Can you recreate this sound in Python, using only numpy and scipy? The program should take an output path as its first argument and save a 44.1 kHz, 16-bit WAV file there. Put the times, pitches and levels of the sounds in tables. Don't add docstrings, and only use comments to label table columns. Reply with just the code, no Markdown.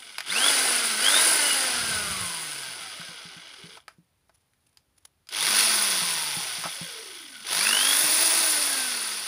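import sys
import numpy as np
from scipy import signal
from scipy.fft import rfft, irfft, next_fast_len
from scipy.io import wavfile

SR = 44100
rng = np.random.default_rng(int(sys.argv[2]) if len(sys.argv) > 2 else 0)


def dump_mix(stems):
    frames = np.atleast_2d(stems).T
    limited = np.clip(frames, -1, 1)
    pcm = np.round(limited * 32767).astype(np.int16)
    wavfile.write(sys.argv[1], SR, pcm)


N = 408807
TIME = np.arange(N) / SR

# on t/s, off t/s, pull from standstill / turns per s per s
SQUEEZES = [(.251, .469, 4750), (.981, 1.24, 4175), (5.285, 5.606, 2201), (7.438, 8.401, 2397)]
# start t/s, end t/s, rise t/s, fade t/s, level of the pull/dB,
# strength of the second mains half-wave (0-1), depth of the buzz (0-1)
BUZZES = [(0.262, .498, 0.048, .02, -21.5, 0.57, .2), (0.972, 1.204, .1, 0.13, -19, .6, 0.1),
          (5.282, 5.62, 0.13, 0.088, -28.5, 0.6, 0.9), (7.43, 7.9, 0.21, .47, -17.5, 0.27, 0.56)]
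# label side level/dB and far side level/dB at full speed,
# growth/dB per tenfold speed (knee speed added), extra level/dB at standstill current
NOISE_LAWS = [(-36.5, -38, 58, 6), (-25.5, -24, 49, 3), (-24, -21, 70, 1.5)]
# t/s, gearbox end level/dB, brush end level/dB
NEARNESS = [(0, 0, 2.5), (.25, 4, 3), (.33, -1.5, -0.5), (.5, 2, 1), (1.3, -0.5, .5), (1.75, -0.5, -2.5),
            (2.4, -2, 0), (3.45, -1, -6.5), (3.75, 0.5, 0), (5.45, 4.5, 3.5), (6.0, 3, 2.5), (6.9, 0.5, .5),
            (7.3, -1, 0.5), (7.55, 4.5, 5), (7.75, -1, -1.5), (8.25, -3.5, -3.5), (9.25, -5.5, -7.5)]
# f/Hz, level/dB
FAN_COLOUR = [(76, -40), (130, -18.5), (181, -12), (306, -5.5), (380, -2.5), (624, -4), (729, -1),
              (1150, -1), (1500, -26.5), (2530, -120)]
GEARS_LABEL_SIDE = [(620, -36), (1050, -11), (1200, -6.5), (1360, 2.5), (1550, 3.5), (1790, -5),
                    (2060, 3.5), (2250, -1), (2970, 1), (3240, -1.5), (4310, -0.5), (4900, 4), (5650, -4.5),
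                    (6210, -3), (7000, -19.5), (9100, -38.5), (15400, -120)]
GEARS_FAR_SIDE = [(620, -16.5), (1050, -1.5), (1150, -3), (1540, 2), (1700, -2), (1970, 3), (2300, -1.5),
                  (2700, 3.5), (3070, -6.5), (3400, 4.5), (4050, 1), (4630, 5.5), (5690, 1.5), (6410, -3.5),
                  (7000, -37), (9100, -61), (15400, -120)]
BRUSHES_LABEL_SIDE = [(3880, -40), (6600, -12), (7170, -13), (7860, -8.5), (8300, -10.5), (8850, -3.5),
                      (9810, 1.5), (12500, -22), (14900, -16), (15500, -19.5)]
BRUSHES_FAR_SIDE = [(3880, -33), (6600, -9.5), (7480, -12), (8300, -10), (9640, 3), (10300, -0.5),
                    (11200, -10), (12400, -17.5), (14900, -11), (15500, -18.5)]
# f/Hz, width f/Hz, level/dB
GEARBOX = [(1547, 220, -2), (2224, 380, 4), (2943, 280, 3), (3247, 230, 2), (4610, 250, -13)]
# f/Hz, width f/Hz, level/dB
HOUSING = [(594, 170, 5), (780, 83, 9.5), (1477, 390, 15), (2110, 200, 6)]
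# f/Hz, level/dB
WHINE_LABEL_SIDE = [(250, -71), (570, -63), (870, -81), (1000, -42), (1260, -45.5), (1450, -37.5),
                    (1950, -46.5)]
WHINE_FAR_SIDE = [(290, -60), (450, -49), (620, -64), (900, -43.5), (1150, -50), (1550, -37.5), (1950, -54)]
# multiple of the speed, level/dB at full speed, growth/dB per tenfold speed
ROTOR_TONES = [(2, -47, 59), (3, -50, 53.5), (4, -59.5, 56), (5, -52, 54.5), (7, -45.5, 51.5),
               (12, -51.5, 32), (18, -46, 36)]
# multiple of the speed, level/dB before the treble tilt and the vents
BAR_TONES = [(24, -19.5), (48, -21), (72, -17), (96, -14), (120, -19), (144, -22), (168, -19)]
# t/s, level/dB towards the microphone
VENT_BEAM = [(.5, -13), (1.35, -2), (2.4, -4), (5.45, -1), (5.75, 2), (6.4, -4), (7.5, -1), (8.0, 12),
             (8.6, 7), (9.2, -12)]
# start t/s, end t/s, first f/Hz, last f/Hz (both before a 0.96 scaling), level/dB
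SQUEAKS = [(1.394, 1.581, 3130, 2960, -33), (3.573, 3.782, 389, 488, -56), (7.321, 7.45, 1590, 1460, -48)]
# t/s, peak level/dB before the room, centre f/Hz, time to die by 60 dB t/s
CLICKS = [(0.183, -16.5, 2100, 0.014), (0.205, -19.5, 1950, 0.013), (3.014, -28, 1300, 0.012),
          (3.539, -37.5, 1190, 0.016), (3.772, -35, 800, .03), (3.881, -27, 1310, 0.0096),
          (3.883, -38.5, 1160, 0.024), (4.294, -48.5, 820, 0.032), (4.535, -54, 2580, 0.0095),
          (4.772, -40, 3500, 0.015), (5.271, -43, 3000, .015), (5.289, -29.5, 3400, .03),
          (5.324, -26, 3400, .025), (6.638, -22, 1300, 0.033), (6.654, -22, 840, 0.079)]
# f/Hz, width f/Hz, level/dB
PLASTIC = [(788, 230, 8), (1362, 630, 6), (2375, 500, 2), (4870, 270, 10.5), (10100, 530, 11.5)]
# t/s, level/dB before a common 3 dB lift
THUMPS = [(2.681, -51), (2.809, -51), (2.996, -44), (3.088, -46), (3.253, -45), (3.365, -47), (3.639, -43),
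          (3.984, -52), (4.029, -64), (6.02, -40.5), (6.369, -37.5), (6.584, -45), (6.652, -36.5),
          (6.813, -36.5), (8.038, -42)]
# f/Hz, middle level/dB, time to die by 60 dB t/s
THUMP_MODES = [(124, -22.5, 0.11), (169.5, -0.5, 0.12), (218, -8, 0.07), (302, -11, 0.13)]
# loudest t/s, level/dB, rise t/s and fall t/s per 20 dB
RUSTLES = [(3.92, -68, 0.035, .11), (4.36, -69, 0.17, .14), (4.67, -63.5, 0.089, .1), (4.99, -70, .08, .07),
           (5.055, -60, .04, .04)]
# f/Hz, level/dB
RUSTLE_COLOUR = [(290, -39), (500, -11.5), (1720, -12), (2570, -9), (6270, -8), (8120, -14), (10100, 2),
                 (11800, -16.5), (15500, -17)]
DRAUGHT_COLOUR = [(21, -45), (35, -17.5), (81, 6.5), (161, -0.5), (190, 0), (250, -24.5), (420, -120)]
QUIET_COLOUR = [(25, -33.5), (42, -5), (90, 1), (215, -9.5), (429, -13.5), (498, -14), (4730, -21.5),
                (7760, -28.5), (9690, -19), (12100, -27.5), (15500, -26.5)]

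QUIET_DB = -72
MAINS_HZ, FIRING_S = 49.95, .0035
FULL_SPEED, KNEE_SPEED = 300, 107.7
FIRST_SPEED, BACK_EMF_SPEED = 44, 141.8
FRICTION, GREASE_DRAG, FAN_DRAG = 82.85, 50.85, 34.57
GEAR_RATIO = 8
TRIGGER_S = .02
TURNED_S = 4.5
STOP_S, STOP_FADE_S = 3.765, .07
RESTART_S, RESTART_RISE_S = 5.284, .052
SWING_S, SWING_FADE_S = 8.77, .65
DRAUGHT_FROM_S, DRAUGHT_TO_S, DRAUGHT_DB = 1.83, 2.27, -46
DRAUGHT_RISE_S, DRAUGHT_FALL_S = .19, .07
CUTOFF_HZ = 15560


def trigger(on, off):
    return np.clip(np.minimum(TIME - on, off - TIME) / TRIGGER_S + .5, 0, 1)


def rotor_speed(size=44):
    drive = sum(pull * trigger(on, off) for on, off, pull in SQUEEZES)[::size]
    speeds = [FIRST_SPEED]
    for pull in drive.tolist():
        speed = speeds[-1]
        share = speed / FULL_SPEED
        brake = FRICTION + GREASE_DRAG * share + FAN_DRAG * share ** 3
        gain = pull * np.exp(-speed / BACK_EMF_SPEED) - brake
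        speeds.append(max(1, speed + gain * size / SR))
    return np.interp(np.arange(N) / size, np.arange(len(speeds)), speeds)


def turning():
    stopping = envelope(0, STOP_S, 1, STOP_FADE_S)
    restarting = np.clip((TIME - RESTART_S) / RESTART_RISE_S, 0, 1)
    return np.maximum(stopping, restarting)


def current(speed, sharpness=1.3, buzz_gain=0.86, uneven_db=1.0, take_up_s=.06):
    wave = np.cos(2 * np.pi * MAINS_HZ * (TIME - FIRING_S))
    strength = from_db(uneven_db * drift(40))
    load = sum(trigger(on, off) * np.clip((TIME - on) / take_up_s, 0, 1) for on, off, _ in SQUEEZES)
    load = load * np.exp(-speed / BACK_EMF_SPEED)
    pull, shake = np.zeros(N), np.ones(N)
    for start, end, rise, fade, pull_db, second_half, depth in BUZZES:
        held = (TIME > start) * np.clip((end - TIME) / fade + .5, 0, 1)
        growing = np.clip((TIME - start) / rise, 0, 1) ** 2
        bursts = np.abs(wave) ** sharpness * np.where(wave > 0, 1, second_half)
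        pull += held * growing * bursts * strength * from_db(pull_db)
        shake += held * depth * buzz_gain * (bursts - bursts.mean())
    return load, pull, shake


def noise_levels(speed, load, gear_end, brush_end):
    decades = np.log10((speed + KNEE_SPEED) / (FULL_SPEED + KNEE_SPEED))
    gains = []
    for law, near in zip(NOISE_LAWS, (gear_end, gear_end, brush_end)):
        label_db, far_db, growth_db, load_db = law
        side_db = np.where(TIME < TURNED_S, label_db, far_db)
        gains.append(near * from_db(side_db + growth_db * decades + load_db * load))
    return gains


def rubbing(turns, per_turn_db, chuck_db, flutter_db, grain_db):
    rotor_swell = per_turn_db * np.cos(2 * np.pi * turns + .5 * drift(7.8))
    chuck_swell = chuck_db * np.cos(2 * np.pi * turns / GEAR_RATIO)
    chance = flutter_db * drift(48) + grain_db * drift(700)
    return rng.standard_normal(N) * from_db(rotor_swell + chuck_swell + chance)


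def backlash(speed, knocks_per_turn=10.0, spread_db=3.5):
    rate = knocks_per_turn * np.maximum(speed, 20)
    hits = (rng.random(N) < rate / SR) * rng.choice([-1, 1], N)
    knocks = hits * from_db(spread_db * rng.standard_normal(N)) / np.sqrt(rate)
    out = 0
    for hz, width, db in GEARBOX:
        ring = resonate(resonate(knocks, hz, width), hz, 2 * np.pi * width)
        out = out + from_db(db) * rms_one(ring)
    return rms_one(out)


def running_noise(speed, turns, fan, gears, brushes, ring_slow=.8, ring_fade_speed=110):
    air_rub = rubbing(turns, per_turn_db=-1.0, chuck_db=-1.0, flutter_db=1.5, grain_db=-2.5)
    teeth = rubbing(turns, per_turn_db=2.5, chuck_db=-0.2, flutter_db=0.76, grain_db=0.5)
    carbon = rubbing(turns, per_turn_db=1.5, chuck_db=0.13, flutter_db=1.0, grain_db=2.15)
    air = coloured(air_rub, FAN_COLOUR)
    label_side = TIME < TURNED_S
    roar = np.where(label_side, coloured(teeth, GEARS_LABEL_SIDE), coloured(teeth, GEARS_FAR_SIDE))
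    hiss = np.where(label_side, coloured(carbon, BRUSHES_LABEL_SIDE), coloured(carbon, BRUSHES_FAR_SIDE))
    ringing = np.clip(ring_slow * np.exp(-speed / ring_fade_speed), 0, 1)
    rattle = np.sqrt(1 - ringing) * roar + np.sqrt(ringing) * backlash(speed)
    return fan * air + gears * rattle + brushes * hiss


def rotor_tones(speed, turns, far_side_db=-7.0, hum_db=-49, bass_cut_hz=170):
    hum = from_db(hum_db) / np.hypot(1, (bass_cut_hz / speed) ** 5)
    label = np.interp(6 * speed, *np.transpose(WHINE_LABEL_SIDE))
    far = np.interp(6 * speed, *np.transpose(WHINE_FAR_SIDE))
    whine = from_db(np.where(TIME < TURNED_S, label, far))
    side = from_db(far_side_db * (TIME > TURNED_S))
    out = hum * tone(turns, 1, rough=.2) + whine * tone(turns, order=6, rough=.9)
    for multiple, db, growth_db in ROTOR_TONES:
        level = from_db(db + growth_db * np.log10(speed / FULL_SPEED))
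        level = level * lift(HOUSING, multiple * speed)
        out = out + side * level * tone(turns, multiple, rough=.6, waver_rate=27)
    return out


def commutator(speed, turns, bright_hz=15000, tilt=2.4):
    out = 0
    for multiple, db in BAR_TONES:
        hz = multiple * speed
        level = from_db(db) * (hz / bright_hz) ** tilt * (hz < .45 * SR)
        out = out + level * tone(turns, multiple, rough=.35)
    return out * from_db(in_time(VENT_BEAM)[0])


def magnetic_whine(speed, turns, pull, stator_hz=3200, stator_width_hz=1750,
                   slots_db=1, overtone_db=-1, jolt_db=-5.0):
    slots = from_db(slots_db) * tone(turns, order=12, rough=0.43)
    slots = slots + from_db(overtone_db) * tone(turns, order=24, rough=.3)
    hz, width, _ = GEARBOX[0]
    jolt = rms_one(resonate(rng.standard_normal(N), hz, width))
    jolt = from_db(jolt_db) * jolt * speed / FULL_SPEED
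    singing = resonate(pull * slots, stator_hz, stator_width_hz)
    singing = resonate(singing, stator_hz, stator_width_hz)
    return singing + pull * jolt


def squeaks():
    out = 0
    for start, end, first_hz, last_hz, db in SQUEAKS:
        along = np.clip((TIME - start) / (end - start), 0, 1)
        cycles = np.cumsum(first_hz + (last_hz - first_hz) * along) / SR
        swell = np.sqrt(4 * along * (1 - along))
        out = out + from_db(db) * swell * tone(cycles, 0.96, rough=0.97)
    return out


def clicks(tail_db=-19, tail_t60=0.18):
    out, t = np.zeros(N), TIME[:SR // 4]
    for s, db, hz, t60 in CLICKS:
        fading = from_db(-60 * t / t60) + from_db(tail_db - 60 * t / tail_t60)
        crack = resonate(rng.standard_normal(len(t)) * fading, hz, hz)
        shell = sum((from_db(gain) - 1) * resonate(crack, centre, width) for centre, width, gain in PLASTIC)
        crack = crack + shell
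        at = round(s * SR)
        out[at:at + len(t)] += from_db(db) * crack / np.abs(crack).max()
    return out


def thumps(contact_s=0.0011):
    out, t = np.zeros(N), TIME[:SR // 4]
    for s, db in THUMPS:
        ring = 0
        for hz, level, t60 in THUMP_MODES:
            strength = from_db(level + rng.normal(0, 2.7))
            ring = ring + strength * from_db(-60 * t / t60) * np.sin(2 * np.pi * hz * t)
        at = round(s * SR)
        out[at:at + len(t)] += from_db(db + 3.0) * ring * (1 - np.exp(-t / contact_s))
    return signal.sosfilt(signal.butter(2, 95, "high", fs=SR, output="sos"), out)


def rustles():
    swells = sum(from_db(db) * envelope(s, s, rise, fall) for s, db, rise, fall in RUSTLES)
    return swells * lumpy_noise(RUSTLE_COLOUR, lumpy_db=8.0)


def draught():
    swell = envelope(DRAUGHT_FROM_S, DRAUGHT_TO_S, DRAUGHT_RISE_S, DRAUGHT_FALL_S)
    return from_db(DRAUGHT_DB) * swell * lumpy_noise(DRAUGHT_COLOUR, lumpy_db=3.5)


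def room(x, wet_db=-13, t60=0.051):
    t = TIME[:SR // 4]
    echoes = rng.standard_normal(len(t)) * from_db(-60 * t / t60) * (t > .003)
    echoes = echoes / np.linalg.norm(echoes)
    return x + from_db(wet_db) * signal.fftconvolve(x, echoes)[:N]


def quiet_room():
    return from_db(QUIET_DB) * coloured(rng.standard_normal(N), QUIET_COLOUR)


def from_db(db):
    return 10 ** (np.asarray(db) / 20)


def rms_one(x):
    return x / np.sqrt(np.mean(x ** 2) + 1e-20)


def in_time(rows):
    s, *columns = np.transpose(rows)
    return [np.interp(TIME, s, c) for c in columns]


def envelope(start, end, rise_s, fall_s):
    early = np.maximum(start - TIME, 0) / rise_s
    late = np.maximum(TIME - end, 0) / fall_s
    return from_db(-20 * (early + late))


def drift(rate):
    r = np.exp(-40 * np.pi * rate / SR)
    slow = signal.lfilter([1], [1, -2 * r, r * r], rng.standard_normal(N // 20 + 2002))[2000:]
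    return np.interp(np.arange(N) / 20, np.arange(len(slow)), rms_one(slow))


def tone(turns, order, rough, waver_rate=45):
    angle = 2 * np.pi * (order * turns + rng.random())
    steady = (1 + rough * drift(waver_rate)) * np.sin(angle)
    sideways = rough * drift(waver_rate) * np.cos(angle)
    return np.sqrt(2 / (1 + 2 * rough ** 2)) * (steady + sideways)


def filtered(x, response):
    size = next_fast_len(N, real=True)
    hz = np.maximum(np.arange(size // 2 + 1) * SR / size, 1)
    return irfft(rfft(x, size) * response(hz), size)[:N]


def coloured(x, spectrum):
    hz, db = np.transpose(spectrum)

    def response(f):
        skirts = np.minimum(1, np.minimum(f / hz[0], hz[-1] / f)) ** 8
        return skirts * from_db(np.interp(np.log(f), np.log(hz), db))
    return rms_one(filtered(x, response))


def lumpy_noise(colour, lumpy_db):
    return coloured(rng.standard_normal(N) * from_db(lumpy_db * drift(50)), colour)


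def lift(resonances, hz):
    return from_db(sum(db / (1 + (2 * (hz - centre) / width) ** 2) for centre, width, db in resonances))


def resonate(x, hz, width):
    r = np.exp(-np.pi * width / SR)
    feed = np.array([1, 0, -1]) * (1 - r * r) / 2
    back = [1, -2 * r * np.cos(2 * np.pi * hz / SR), r * r]
    return signal.lfilter(feed, back, x + 1e-18)


def scene():
    speed = rotor_speed()
    turns = np.cumsum(speed) / SR
    load, pull, shake = current(speed)
    gear_end, brush_end = from_db(in_time(NEARNESS)) * turning()
    fan, gears, brushes = noise_levels(speed, load, gear_end, brush_end)
    noise = shake * running_noise(speed, turns, fan, gears, brushes)
    low_tones = turning() * envelope(0, SWING_S, 1, SWING_FADE_S) * rotor_tones(speed, turns)
    whistle = brushes * commutator(speed, turns)
    tones = low_tones + whistle + magnetic_whine(speed, turns, pull) + squeaks()
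    mix = room(noise + clicks()) + tones + thumps() + rustles() + draught() + quiet_room()
    return np.tile(mix, (2, 1))


def record(dry):
    def top_cut(f):
        return np.clip((CUTOFF_HZ - f) / 120 + .5, 0, 1)
    return np.array([filtered(channel, top_cut) for channel in dry])


dry = scene()
out = record(dry)
dump_mix(out)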